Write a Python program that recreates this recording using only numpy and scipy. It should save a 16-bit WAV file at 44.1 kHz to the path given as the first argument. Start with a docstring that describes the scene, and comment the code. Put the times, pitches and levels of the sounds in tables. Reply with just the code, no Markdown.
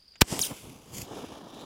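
"""A faint sputter, then a rapid string of cracks and a thump: the coating of an igniter on a wire bursts.
It flares, snaps open and lets out a hissing gas jet, with whistles that fall as the vents widen.
It spurts once more and burns on with a fizzing, fluttering flame.
Outdoors over grass, where an insect trills in still air."""
import sys
import numpy as np
from scipy import signal
from scipy.fft import rfft, irfft, next_fast_len
from scipy.io import wavfile
from scipy.ndimage import map_coordinates

SR = 44100
rng = np.random.default_rng(int(sys.argv[2]) if len(sys.argv) > 2 else 0)


def file_out(sig):
    """Save sig as 16-bit WAV at sys.argv[1]."""
    # one column per channel
    cols = np.atleast_2d(sig).T
    # limit, then scale
    lim = np.clip(cols, -1, 1)
    pcm = np.round(lim * 32767).astype(np.int16)
    wavfile.write(sys.argv[1], SR, pcm)


N = 72765
TOP_HZ = 16150


def amp(db):
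    """Decibels to gain."""
    return 10 ** (np.asarray(db) / 20)


def unit(x):
    """Scale to rms 1."""
    return x / np.sqrt(np.mean(x ** 2) + 1e-20)


def since(start_s):
    """Seconds since start_s, zero before."""
    return np.maximum(np.arange(N) / SR - start_s, 0)


def envelope(points):
    """Gain along (time_s, level_db) points."""
    return amp(np.interp(since(0), *np.transpose(points)))


def wobble(rate_hz):
    """Smooth random curve, rate_hz knots a second."""
    knots = rng.standard_normal(int(N * rate_hz / SR) + 4)
    return map_coordinates(knots, [since(0) * rate_hz])


def filtered(x, response):
    """Apply a gain given as a function of frequency."""
    size = next_fast_len(N + SR // 4)
    return irfft(rfft(x, size) * response(np.fft.rfftfreq(size, 1 / SR)), size)[:N]


def shaped(x, colour):
    """Filter by (freq_hz, gain_db) points."""
    freq_hz, gain_db = np.transpose(colour)
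    return filtered(x, lambda hz: amp(np.interp(np.log(hz + 1), np.log(freq_hz + 1), gain_db)))


def noise(colour):
    """Coloured noise, rms 1."""
    return unit(shaped(rng.standard_normal(N), colour))


def burst(start_s, t60_s, attack_s):
    """Envelope: quick attack, exponential decay."""
    t = since(start_s)
    return (1 - np.exp(-t / attack_s)) * amp(-60 * t / t60_s)


def push(start_s, hz, decay_s, attack_s):
    """Pressure step that swings back and dies away quickly."""
    t = since(start_s)
    swing = np.sin(2 * np.pi * hz * t) * np.exp(-t / decay_s) * (1 - np.exp(-t / attack_s))
    return -np.diff(swing, prepend=0) * SR / (2 * np.pi * hz)


def sizzle(colour, flicker_db, grains_per_s=2700, grain_share=0.43):
    """Flickering gas hiss; tiny bursts carry grain_share of the power."""
    grains = unit((rng.random(N) < grains_per_s / SR) * rng.standard_normal(N))
    gas = np.sqrt(grain_share) * grains + np.sqrt(1 - grain_share) * rng.standard_normal(N)
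    return unit(shaped(gas, colour) * amp(flicker_db * wobble(130)))


def patchy(x, depth_db, patch_hz=521, patch_s=0.1091):
    """Colour drifts in slow patches as the flame moves about."""
    hz, t, spectrum = signal.stft(x, SR, nperseg=512)
    knots = rng.standard_normal((128, 128))
    grid = np.meshgrid(hz / patch_hz, t / patch_s, indexing='ij')
    drift_db = depth_db * map_coordinates(knots, grid, mode='mirror')
    _, drifting = signal.istft(spectrum * amp(drift_db), SR, nperseg=512)
    return unit(drifting[:N])


# Trill envelope: time_s, level_db
INSECT_LEVEL = [(0, -65), (.06, -61.5), (.125, -55), (.18, -62), (.3, -76), (1.0, -69), (1.65, -70)]
# Trill and air spectra: freq_hz, gain_db
INSECT_COLOUR = [(2500, -62), (4200, -26), (4650, -9.5), (4860, -4), (5030, -12), (5700, -38), (8500, -51),
                 (9450, -32), (10500, -48), (16000, -57)]
AIR_COLOUR = [(30, 17.5), (70, 20), (150, -2), (400, -1), (2000, 0.5), (3400, 5), (6000, -5), (11000, -31),
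              (16000, -30)]

def meadow():
    """An insect's pulsing trill over still air."""
    trill = unit(noise(INSECT_COLOUR) * amp(2.7 * wobble(68.9)))
    return envelope(INSECT_LEVEL) * trill + amp(-69.5) * noise(AIR_COLOUR)


# Flame envelopes: time_s, level_db
ROAR_LEVEL = [(.2, -76), (.23, -47), (.266, -57), (.33, -34.5), (.376, -41.5), (.42, -48.5), (.486, -48.5),
              (.514, -36.5), (.56, -55.5), (.61, -58), (.65, -51.5), (.85, -56.5), (.96, -49), (1.06, -49),
              (1.11, -42), (1.17, -40.5), (1.24, -44.5), (1.27, -52.5), (1.31, -44), (1.43, -46.5),
              (1.65, -47.5)]
BILLOW_LEVEL = [(0, -83), (.13, -72.5), (.28, -66), (.325, -40), (.365, -61), (.405, -45), (.45, -74),
                (.485, -50), (.515, -52), (.56, -64), (.67, -45), (.73, -51.5), (.85, -64.5), (.96, -45),
                (1.025, -45), (1.07, -72), (1.23, -50.5), (1.45, -65), (1.65, -61)]
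# Flame spectra: freq_hz, gain_db
ROAR_COLOUR = [(24, -59), (40, -19), (176, -3), (279, -0.5), (1080, -9.5), (1310, -14), (1440, -21.5),
               (1800, -23), (2340, -53), (3960, -120)]
BILLOW_COLOUR = [(15, -29), (45, -5), (120, 0), (230, -4.5), (450, -11.5), (1200, -69)]
# Flame puffs: start_s, level_db, pitch_hz
PUFFS = [(.3245, -17, 126), (.3375, -18.5, 250), (.3928, -27, 302), (.402, -26, 150), (0.5111, -24.5, 166),
         (.5188, -25, 127), (1.028, -30.5, 78), (1.162, -22, 284), (1.1695, -23, 324), (1.241, -20.5, 240),
         (1.2455, -23, 312)]

def flame(puff_decay_cycles=0.42):
    """The flame roars with a fast flutter, billows low and puffs."""
    roar = envelope(ROAR_LEVEL) * unit(noise(ROAR_COLOUR) * amp(1.9 * wobble(130)))
    billow = envelope(BILLOW_LEVEL) * noise(BILLOW_COLOUR)
    puffs = sum(amp(db) * push(start_s, hz, puff_decay_cycles / hz, attack_s=0.00096)
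                for start_s, db, hz in PUFFS)
    return roar + billow + puffs


# Burn envelope: time_s, level_db
FIZZ_LEVEL = [(.6, -100), (.85, -68.5), (1.0, -59), (1.08, -57), (1.18, -47), (1.3, -54.5), (1.37, -55),
              (1.44, -58), (1.56, -55), (1.615, -51.5), (1.65, -57)]
# Burn spectrum: freq_hz, gain_db
FIZZ_COLOUR = [(880, -33), (1500, -5), (1870, -6), (2060, -15), (2270, -4), (2590, -8), (2830, -2),
               (3590, 0), (4040, -4.5), (4500, -11.5), (5330, -6.5), (6890, -8), (8570, -17.5),
               (10100, -10.5), (11700, -20.5), (15100, -19.5), (16000, -26)]

def fizz():
    """The steady burn fizzes to the end."""
    return envelope(FIZZ_LEVEL) * patchy(sizzle(FIZZ_COLOUR, flicker_db=1.34), depth_db=2.0)


# Spurt envelope: time_s, level_db
SPURT_LEVEL = [(.85, -100), (.915, -56), (.95, -42.5), (.98, -40), (1.0, -45.5), (1.022, -43),
               (1.045, -54.5), (1.12, -100)]
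# Spurt spectrum: freq_hz, gain_db
SPURT_COLOUR = [(820, -45), (1400, -17), (1720, -11.5), (2260, -4.5), (3160, -2.5), (3580, -10),
                (3840, -22), (4380, -1.5), (5830, -3), (6200, -5), (6800, 2), (9130, -8.5), (11700, -4),
                (15100, -15), (16000, -7.5)]
# Spits: start_s, level_db, t60_s
SPITS = [(.944, -50, .04), (.981, -47, 0.026), (1.017, -43, 0.038)]

def spurt():
    """A late, spitting spurt of gas."""
    spits = sum(amp(db) * burst(start_s, t60_s, attack_s=0.001) for start_s, db, t60_s in SPITS)
    gas = patchy(sizzle(SPURT_COLOUR, flicker_db=1.7), depth_db=2.0)
    return (envelope(SPURT_LEVEL) + spits) * gas


# Gas envelopes: time_s, level_db
FLARE_LEVEL = [(.2, -90), (.245, -55), (.285, -43), (.328, -34.5), (.36, -39), (.39, -41), (.43, -74),
               (.5, -110)]
JET_LEVEL = [(.388, -77), (.394, -34), (.425, -37.5), (.445, -30.5), (.47, -35.5), (.5, -53), (.56, -80),
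             (.62, -110)]
TAIL_LEVEL = [(.39, -100), (.47, -44.5), (.55, -48), (.64, -53), (.73, -55.5), (.8, -60), (.9, -58.5),
              (1.1, -65), (1.3, -100)]
# Gas spectra: freq_hz, gain_db
FLARE_COLOUR = [(710, -29), (1200, -6), (1490, -9), (2110, -3), (2450, -6.5), (2830, -1), (4040, -8.5),
                (4860, -1), (6580, -4.5), (7820, -0.5), (10100, -8.5), (12200, -11.5), (16000, -23)]
JET_COLOUR = [(880, -29), (1500, -10.5), (2100, -16), (2320, -8), (2590, -10), (3180, -3.5), (3920, -4.5),
              (4370, -13), (4830, -2.5), (5660, -1), (6180, -4), (8240, -5), (9100, 3.5), (10200, -4),
              (11700, -12), (14100, -2), (16000, -11)]
TAIL_COLOUR = [(880, -41), (1500, -8), (1780, -18), (2080, -4.5), (2940, -2), (3480, -2), (4000, -9),
               (5280, -5), (5880, -4), (7540, -6), (8400, -11), (9850, -5.5), (11500, -9), (15100, -14),
               (16000, -20)]

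def gas_jet():
    """Gas flares up, jets from the opened crust and trails off."""
    flare = envelope(FLARE_LEVEL) * sizzle(FLARE_COLOUR, flicker_db=0.97)
    jet = envelope(JET_LEVEL) * sizzle(JET_COLOUR, flicker_db=2.3)
    tail = envelope(TAIL_LEVEL) * patchy(sizzle(TAIL_COLOUR, flicker_db=1.3), depth_db=1.5)
    return flare + jet + tail


# Vent whistles: start_s, length_s, start_hz, halve_s, gain_db, fall_db_per_s, overtone_loss_db
WHISTLES = [(0.4133, 0.024, 7980, .0173, -19, 380, 8), (.4355, .016, 3410, .032, -26.5, 900, 3),
            (0.466, .011, 3415, 0.038, -36.5, 200, 5), (0.499, 0.0093, 3190, 0.25, -47, 300, 15)]
# Whistle filter: freq_hz, gain_db
WHISTLE_COLOUR = [(2000, -20), (3200, -1.5), (4600, -6), (6500, 2.5), (7500, -1), (8000, -5), (9000, 5.5),
                  (10000, 9.5), (11200, 4), (12000, -8), (16000, -12)]

def whistles(jitter=0.0216, edge_s=0.0016):
    """Gas whistles through widening vents: the period grows steadily, so the pitch falls."""
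    tones = np.zeros(N)
    for start_s, length_s, start_hz, halve_s, gain_db, fall_db_per_s, overtone_loss_db in WHISTLES:
        t = since(start_s)
        pitch_hz = start_hz / (1 + t / halve_s) * (1 + jitter * wobble(1500))
        gate = np.clip(np.minimum(t, length_s - t) / edge_s, 0, 1)
        phase = 2 * np.pi * np.cumsum(pitch_hz) / SR
        for k in range(1, 5):
            harmonic_db = gain_db - overtone_loss_db * (k - 1) - fall_db_per_s * t + 1.7 * wobble(400)
            tones += gate * (k * pitch_hz < TOP_HZ) * amp(harmonic_db) * np.sin(k * phase)
    return shaped(tones, WHISTLE_COLOUR)


# First sputters: start_s, level_db, t60_s
SPUTTERS = [(0.136, -55, 0.037), (.155, -45, 0.043)]
# Sputter spectrum: freq_hz, gain_db
SPUTTER_COLOUR = [(180, -60), (300, -35), (680, -5), (1020, -14), (1520, -6), (3490, -3.5), (4980, -15),
                  (6180, -21), (7100, -11), (12000, -61), (15600, -91), (22000, -120)]

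def sputter():
    """The coating sputters as the wire heats."""
    gain = sum(amp(db) * burst(start_s, t60_s, attack_s=0.0016) for start_s, db, t60_s in SPUTTERS)
    return gain * noise(SPUTTER_COLOUR)


def crack(start_s, gain_db, t60_s, spike_db=11.5):
    """A pressure spike, then a short spray of noise."""
    spike = np.sinc(np.arange(N) - start_s * SR) * (np.abs(since(0) - start_s) < 8 / SR)
    spray = burst(start_s, t60_s, attack_s=0.0001) * rng.standard_normal(N)
    return amp(gain_db) * (amp(spike_db) * spike + spray)


# Coating cracks: start_s, gain_db, t60_s
CRACKS = [(0.2083, -37, 0.034), (0.2108, -16.5, 0.013), (0.2129, -12.5, 0.016), (0.2154, -9.5, 0.015),
          (0.2174, -11, 0.0091), (0.2187, 0.5, 0.0028), (.2222, -16, 0.0025)]
# Spectra of the cracks and their scatter off bench and ground: freq_hz, gain_db
CRACK_COLOUR = [(290, -36), (500, -14), (1380, -3), (1640, -2), (2040, -5), (3020, -2.5), (3920, -8.5),
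                (4660, -4), (4940, -8.5), (5710, -2.5), (6140, -10.5), (7420, -6), (7860, -10.5),
                (8450, -8.5), (10400, -15), (11500, -8), (13800, -21), (15100, -9), (16000, -17)]
SCATTER_COLOUR = [(200, -10), (600, -10), (1500, 7), (3000, 1), (6000, -7), (10000, -12), (16000, -14)]

def pop(blast_s=0.2189):
    """The coating tears and bursts with a sharp front, thump and slow rebound; later the crust snaps."""
    cracks = amp(10) * shaped(sum(crack(*row) for row in CRACKS), CRACK_COLOUR)
    front = amp(1) * push(start_s=0.2184, hz=2360, decay_s=0.00059, attack_s=0.00005)
    thump = amp(0.5) * push(blast_s, hz=132, decay_s=0.001, attack_s=0.00012)
    rebound = -amp(-7) * push(blast_s, hz=49.3, decay_s=0.0052, attack_s=0.0023)
    snap = crack(start_s=0.3925, gain_db=-15, t60_s=0.0051)
    scatter = amp(-22) * burst(blast_s, t60_s=0.032, attack_s=0.0005) * noise(SCATTER_COLOUR)
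    return cracks + front + thump + rebound + snap + scatter


def scene():
    """The igniter fires in the open meadow; mono."""
    igniter = sputter() + pop() + gas_jet() + spurt() + fizz() + whistles() + flame()
    return (igniter + meadow())[None]


def record(dry):
    """The pop softly overloads the microphone; steep low-pass at TOP_HZ."""
    ceiling = 0.76
    clipped = dry[0] / (1 + np.abs(dry[0] / ceiling) ** 6) ** (1 / 6)
    return filtered(clipped, lambda hz: 1 / (1 + (hz / TOP_HZ) ** 140))[None]


dry = scene()
out = record(dry)
file_out(out)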